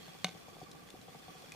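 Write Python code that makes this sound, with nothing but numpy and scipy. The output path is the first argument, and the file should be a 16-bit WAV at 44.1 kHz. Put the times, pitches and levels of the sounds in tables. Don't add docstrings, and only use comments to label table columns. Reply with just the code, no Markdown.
import sys
import numpy as np
from scipy import signal
from scipy.io import wavfile
from scipy.ndimage import uniform_filter1d

SR = 44100
rng = np.random.default_rng(int(sys.argv[2]) if len(sys.argv) > 2 else 0)


def to_wav(sig):
    pcm = np.clip(np.atleast_2d(sig), -1, 1) * 32767
    pcm = np.round(pcm).astype(np.int16)
    wavfile.write(sys.argv[1], SR, pcm.T)


def voltage_ratio(level):
    return 10 ** (np.asarray(level, float) / 20)


N = 68355

# time in seconds, level in dB.
BOIL_LEVEL = [(0.0, -56), (0.198, -58), (0.37, -59), (0.975, -64.5), (1.234, -58.5), (1.384, -57.5),
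              (1.55, -59)]
# frequency in Hz, relative strength per Hz in dB.
HISS_COLOUR = [(900, -8.5), (1800, -2), (3000, -2.5), (5000, -5), (8000, -12), (12000, -17.5),
               (15500, -17.5)]
# middle frequency in Hz, width of each filter pass in Hz, relative level in dB.
BOTTLE_RESONANCES = [(2436.5, 320, -9.5), (3403, 296, -4), (4432, 23, -8.5), (5305, 77, -15),
                     (6371, 54, -19)]
# start in seconds, level in dB, centre frequency in Hz,
# fall away from the centre in dB per octave.
RAP_BLOWS = [(.2446, -18.5, 4000, 0), (.2463, -17, 3830, 21), (.2495, -27.5, 4170, 6.5),
             (0.2622, -39, 6400, 14.5), (.2640, -56, 4400, 31.5), (.2675, -31, 2890, 13),
             (.2778, -45.5, 4430, 13), (0.278, -51, 2420, 24.5), (0.283, -41, 4200, 0.5),
             (.2872, -41, 6500, 9), (.2905, -40, 2580, -0.5)]
# frequency in Hz, relative level in dB,
# time to fall by 60 dB in seconds, left minus right in dB.
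CASE_MODES = [(178.8, -14, 0.131, 0.5), (577.4, -9, 0.01895, -0.5), (744, -18, 0.1287, 3),
              (1129, -4, 0.01055, 2), (1522.8, -30.5, 0.181, -11), (2166, -9.5, 0.028, -2.5),
              (2460, -16.5, 0.0323, 0), (2896, -16, 0.0278, 0.5), (3500, -18, 0.0203, 1),
              (3706, -6, 0.014, 3), (4307, -18, 0.015, 12.5), (4567, -13.5, 0.014, -14),
              (5694, -4.5, 0.00437, -5), (6474, -7, 0.0071, -4.5), (8198, -4, 0.00369, 6),
              (10900, -43.5, 0.0041, 3)]
# start in seconds, level of the buzz in dB, level of the boom before doubling in dB.
MOTOR_STEPS = [(0.014, -55.5, -59.5), (0.079, -48.5, -51.5), (0.148, -48.5, -58.5), (0.281, -45, -80),
               (0.347, -46, -49), (0.424, -59, -77.5), (0.481, -46.5, -53), (0.551, -57, -55),
               (0.6135, -44.5, -50), (0.682, -53.5, -54), (0.747, -48.5, -54.5), (0.819, -57, -55.5),
               (0.947, -48.5, -64), (1.081, -47, -57), (1.147, -44, -52), (1.222, -54.5, -67.5),
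               (1.28, -46.5, -51), (1.35, -51, -55), (1.421, -52, -85), (1.482, -52, -55.5)]
# frequency before scatter in Hz, relative level in dB,
# time to fall by 60 dB in seconds.
BUZZ_TONES = [(495.6, -4, 0.0538), (724.8, 0, 0.0334), (777.5, -2, 0.0617), (1145, -9.5, 0.0432)]
# start in seconds, level before fading in dB, length of one swing in seconds.
POP_LIST = [(0.5679, -42.5, 0.001406), (0.5861, -46, 0.00189), (0.63, -41.5, 0.00272),
            (0.64, -46.5, 0.00295), (0.7124, -49.5, 0.00308), (0.8955, -52.5, 0.00235),
            (0.941, -41, 0.00288), (0.9914, -47.5, 0.0045), (1.4413, -44.5, 0.00185),
            (1.5475, -47.5, 0.00144)]
# start in seconds, level in dB, ring frequency in Hz,
# strength of the snap as a factor, centre of the snap in Hz.
TICK_LIST = [(0.7141, -50, 4170, 1.43, 5720), (0.7157, -52, 3820, 0.26, 5000),
             (0.8872, -53, 2026, 1.19, 1700), (0.9024, -57.5, 3485, 2.17, 6540),
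             (0.9035, -53, 3500, 1.47, 3700), (1.0142, -56, 4050, 1.82, 4560),
             (1.5199, -39.5, 2460, 0.786, 5560), (1.5382, -51, 2418, 0.78, 4740)]
# frequency in Hz, relative strength per Hz in dB.
AIR_COLOUR = [(15, -51.5), (25, -43), (44, -13.5), (183, -1), (482, -4.5), (648, -9.5), (762, -3),
              (919, -16), (1140, -10), (1380, -13.5), (3340, -20), (12800, -26.5), (15500, -29)]
# frequency in Hz, likeness from -1 to 1.
LIKENESS = [(30, 0.78), (80, 1), (150, 0.84), (300, -0.82), (700, 0.277), (1400, 0.255), (3000, -0.017),
            (6000, -0.264), (14000, 0.42)]
# frequency in Hz, lead of the left in radians.
LEFT_LEAD = [(60, 1.5), (700, -2), (1300, -9.5), (2000, -1.5), (3400, -2.5), (6000, 11), (9500, 3.5),
             (13000, -5.5)]
# frequency in Hz, left minus right in dB.
BALANCE = [(60, -0.5), (180, 1), (550, 0.5), (1650, 0), (4970, -1), (15000, -0.5)]

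FIZZ_PER_S, FIZZ_SPREAD_DB, FIZZ_DB = 2300, 4.5, 1
FLUTTER_DB, FLUTTER_S = 2.5, 0.0208
WANDER = 0.0251
PORT_LAG_S, RAP_RISE_S = 0.00003, 0.0004
CRACK_DB, CRACK_S = 3.5, 0.00007
SPRAY_DB, SPRAY_HZ, SPRAY_HOLD_S = -16.5, 6720, 0.0029
REBOUND_SPREAD_DB, CASE_LOW_HZ = 4, 124.6
RATTLE_DB, RATTLE_T60_S, RATTLE_HZ, RATTLE_WIDTH_HZ, RATTLE_PER_S = -46.5, 0.2244, 3040, 3200, 1600
WHINE_HZ, WHINE_WIDTH_HZ, WHINE_DB, WHINE_PAN_DB = 1152.6, 44, -75, -19
STEP_S, WHINE_THROB = 0.06675, 0.99
BUZZ_PAN_DB, BUZZ_RISE_S = 5, 0.002
BOOM_HZ, BOOM_T60_S, BOOM_RISE_S, BOOM_LAG_S = 166.96, 0.085, 0.00301, 0.00407
JOLT_LAG_S, JOLT_DB, JOLT_SPREAD_DB = 0.006726, -11, 4
GURGLE_PER_S, GURGLE_DB, GURGLE_SPREAD_DB = 45, -62, 3.5
GURGLE_SHORT_S, GURGLE_LONG_S = 0.000842, 0.003296
TICK_T60_S, SNAP_T60_S, SNAP_WIDTH_HZ, TICK_RISE_S = 0.0259, 0.0185, 4830, 0.000366
AIR_DB = -56
PATCH_DB, FLICKER_DB = 1, 0.6


def boiling():
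    hiss = noise(HISS_COLOUR)
    size = voltage_ratio(FIZZ_SPREAD_DB * np.minimum(rng.exponential(1, N), 5))
    bubbles = size * (rng.random(N) < FIZZ_PER_S / SR)
    fizz = evened(signal.oaconvolve(bubbles, np.hanning(40), "same"))
    hiss = hiss * (1 + voltage_ratio(FIZZ_DB) * fizz)
    count = len(BOTTLE_RESONANCES)
    window = np.hanning(int(2 * FLUTTER_S * SR))[None]
    curves = signal.oaconvolve(rng.standard_normal((N, 2 * count)).T, window, "same", axes=1)
    coloured = hiss
    for (hz, width, db), louder, higher in zip(BOTTLE_RESONANCES, curves[:count], curves[count:]):
        drifting_hz = hz * (1 + WANDER * evened(higher))
        tone = evened(resonate_twice(hiss, drifting_hz, width))
        coloured = coloured + voltage_ratio(db + FLUTTER_DB * evened(louder)) * tone
    s, db = np.transpose(BOIL_LEVEL)
    return voltage_ratio(np.interp(np.arange(N) / SR, s, db)) * evened(coloured)


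def rap():
    t = np.arange(9000) / SR - np.array([[PORT_LAG_S], [0]])
    start, level_db = RAP_BLOWS[0][:2]
    out = np.zeros((2, N))

    u = (t / CRACK_S - 4) ** 2
    crack = voltage_ratio(CRACK_DB) * (1 - u) * np.exp(-u / 2)
    spray = high_pass(rng.standard_normal((2, 9000)), SPRAY_HZ)
    spray = spray * rise(t, RAP_RISE_S) * np.exp(-(t / SPRAY_HOLD_S) ** 2)
    add(out, start, voltage_ratio(level_db) * (crack + voltage_ratio(SPRAY_DB) * spray))

    scatter = rng.uniform(-0.56, 1, (len(RAP_BLOWS), len(CASE_MODES)))
    for (s, db, centre_hz, fall_db), z in zip(RAP_BLOWS, scatter):
        spread_db = REBOUND_SPREAD_DB * z * (s > RAP_BLOWS[2][0])
        modes = 0
        for k, (hz, mode_db, t60, pan_db) in enumerate(CASE_MODES):
            gain_db = mode_db - abs(fall_db * np.log2(hz / centre_hz)) + spread_db[k]
            sense = (-1) ** k
            modes = modes + sense * voltage_ratio(gain_db) * pan(pan_db) * ring(t, hz, t60)
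        add(out, s, voltage_ratio(db) * rise(t, RAP_RISE_S) * modes)

    hits = rng.standard_normal((3, 9000)) * (rng.random(9000) < RATTLE_PER_S / SR)
    rattle = evened(resonate_twice(half_shared(hits), RATTLE_HZ, RATTLE_WIDTH_HZ))
    add(out, start, voltage_ratio(RATTLE_DB - 60 * t / RATTLE_T60_S) * rattle)
    return high_pass(out, CASE_LOW_HZ)


def motor():
    t = np.arange(N) / SR
    whine = evened(resonate_twice(rng.standard_normal(N), WHINE_HZ, WHINE_WIDTH_HZ))
    whine = whine * (1 + WHINE_THROB * np.cos(4 * np.pi * t / STEP_S))
    opposite = np.array([[1], [-1]])
    out = voltage_ratio(WHINE_DB) * pan(WHINE_PAN_DB) * opposite * whine

    t = t[:4000]
    pitch_scatter = rng.uniform(0.9374, 1.02, (len(MOTOR_STEPS), len(BUZZ_TONES) + 1))
    jolt_scatter = rng.uniform(-1.43, 1, len(MOTOR_STEPS))
    for (s, db, boom_db), pitch, z in zip(MOTOR_STEPS, pitch_scatter, jolt_scatter):
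        tones = sum(voltage_ratio(g) * ring(t, hz * k, t60) for (hz, g, t60), k in zip(BUZZ_TONES, pitch))
        buzz = -tones * rise(t, BUZZ_RISE_S)
        second = np.interp(t - JOLT_LAG_S, t, buzz)
        buzz = buzz + voltage_ratio(JOLT_DB + JOLT_SPREAD_DB * z) * second
        late = t - BOOM_LAG_S
        boom = ring(late, BOOM_HZ * pitch[-1], BOOM_T60_S) * rise(late, BOOM_RISE_S)
        add(out, s, voltage_ratio(db) * pan(BUZZ_PAN_DB) * buzz + 2 * voltage_ratio(boom_db) * boom)
    return out


def pops():
    out, t = np.zeros((2, N)), np.arange(2000) / SR
    at, size, stretch = rng.random((round(GURGLE_PER_S * N / SR), 3)).T
    gurgle_db = GURGLE_DB - GURGLE_SPREAD_DB * np.log(size + 0.0074)
    gurgle_s = GURGLE_SHORT_S + (GURGLE_LONG_S - GURGLE_SHORT_S) * stretch
    gurgles = list(zip(at * N / SR, gurgle_db, gurgle_s))
    for s, db, length in list(POP_LIST) + gurgles:
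        u = t / length
        swing = -np.sin(2 * np.pi * u) * np.exp(-(u / 1.252) ** 2)
        add(out, s, voltage_ratio(db) * np.tile(swing, (2, 1)))
    return out


def ticks():
    out, t = np.zeros((2, N)), np.arange(2000) / SR
    draws = rng.standard_normal((len(TICK_LIST), 3, 2000))
    for (s, db, hz, treble, snap_hz), z in zip(TICK_LIST, draws):
        snap = evened(resonate_twice(half_shared(z), snap_hz, SNAP_WIDTH_HZ))
        snap = snap * voltage_ratio(-60 * t / SNAP_T60_S)
        body = ring(t, hz, TICK_T60_S) - 0.36 * ring(t, 0.83 * hz, TICK_T60_S)
        add(out, s, voltage_ratio(db) * rise(t, TICK_RISE_S) * (body + treble * snap))
    return out


def open_air():
    return voltage_ratio(AIR_DB) * noise(AIR_COLOUR)


def noise(colour):
    frames, hz = N // 256 + 5, np.fft.rfftfreq(1024, 1 / SR)
    a, b, c, d, patches = rng.standard_normal((frames, 513, 5)).T
    patches = uniform_filter1d(uniform_filter1d(patches, size=12, axis=0), size=8, axis=1)
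    flicker = evened(uniform_filter1d(rng.standard_normal(frames), size=3))
    same = np.clip(read(LIKENESS, hz), -1, 1)[:, None]
    right, other = a + 1j * b, c + 1j * d
    turned = right * np.exp(1j * read(LEFT_LEAD, hz))[:, None]
    left = same * turned + np.sqrt(1 - same ** 2) * other
    tilt = voltage_ratio(read(BALANCE, hz) / 2)[:, None]
    level_db = read(colour, hz)[:, None] + PATCH_DB * evened(patches) + FLICKER_DB * flicker
    spectra = np.array([left * tilt, right / tilt]) * voltage_ratio(level_db)
    return evened(signal.istft(spectra, nperseg=1024, noverlap=768)[1][:, :N])


def evened(x):
    return x / np.sqrt(np.mean(x ** 2) + 1e-20)


def read(points, hz):
    f, value = np.transpose(points)
    return np.interp(np.log(hz + 1), np.log(f + 1), value)


def add(mix, s, sound):
    part = mix[:, round(s * SR):][:, :sound.shape[1]]
    part += sound[:, :part.shape[1]]


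def pan(db):
    return voltage_ratio(np.array([[db / 2], [-db / 2]]))


def half_shared(z):
    return z[:1] + 0.5 * z[1:]


def high_pass(x, hz):
    return signal.sosfilt(signal.butter(2, hz, "high", fs=SR, output="sos"), x)


def resonate(x, hz, width):
    turn = np.exp(2j * np.pi * np.cumsum(hz * np.ones(x.shape[-1])) / SR)
    r = np.exp(-np.pi * width / SR)
    return 2 * (turn * signal.lfilter([1 - r], [1, -r], x / turn)).real


def resonate_twice(x, hz, width):
    return resonate(resonate(x, hz, width), hz, width)


def ring(t, hz, t60):
    t = np.maximum(t, 0)
    return voltage_ratio(-60 * t / max(t60, 0.002)) * np.sin(2 * np.pi * hz * t)


def rise(t, s):
    return 1 - np.exp(-(np.maximum(t, 0) / s) ** 2)


def scene():
    return boiling() + rap() + motor() + pops() + ticks() + open_air()


def band_limit(x):
    return signal.sosfilt(signal.butter(12, 15810, fs=SR, output="sos"), x)


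def record(dry):
    low_pass = signal.firwin(511, 15500, window=("kaiser", 9), fs=SR)
    mix = signal.oaconvolve(dry, low_pass[None], "same")
    return band_limit(mix)


dry = scene()
out = record(dry)
to_wav(out)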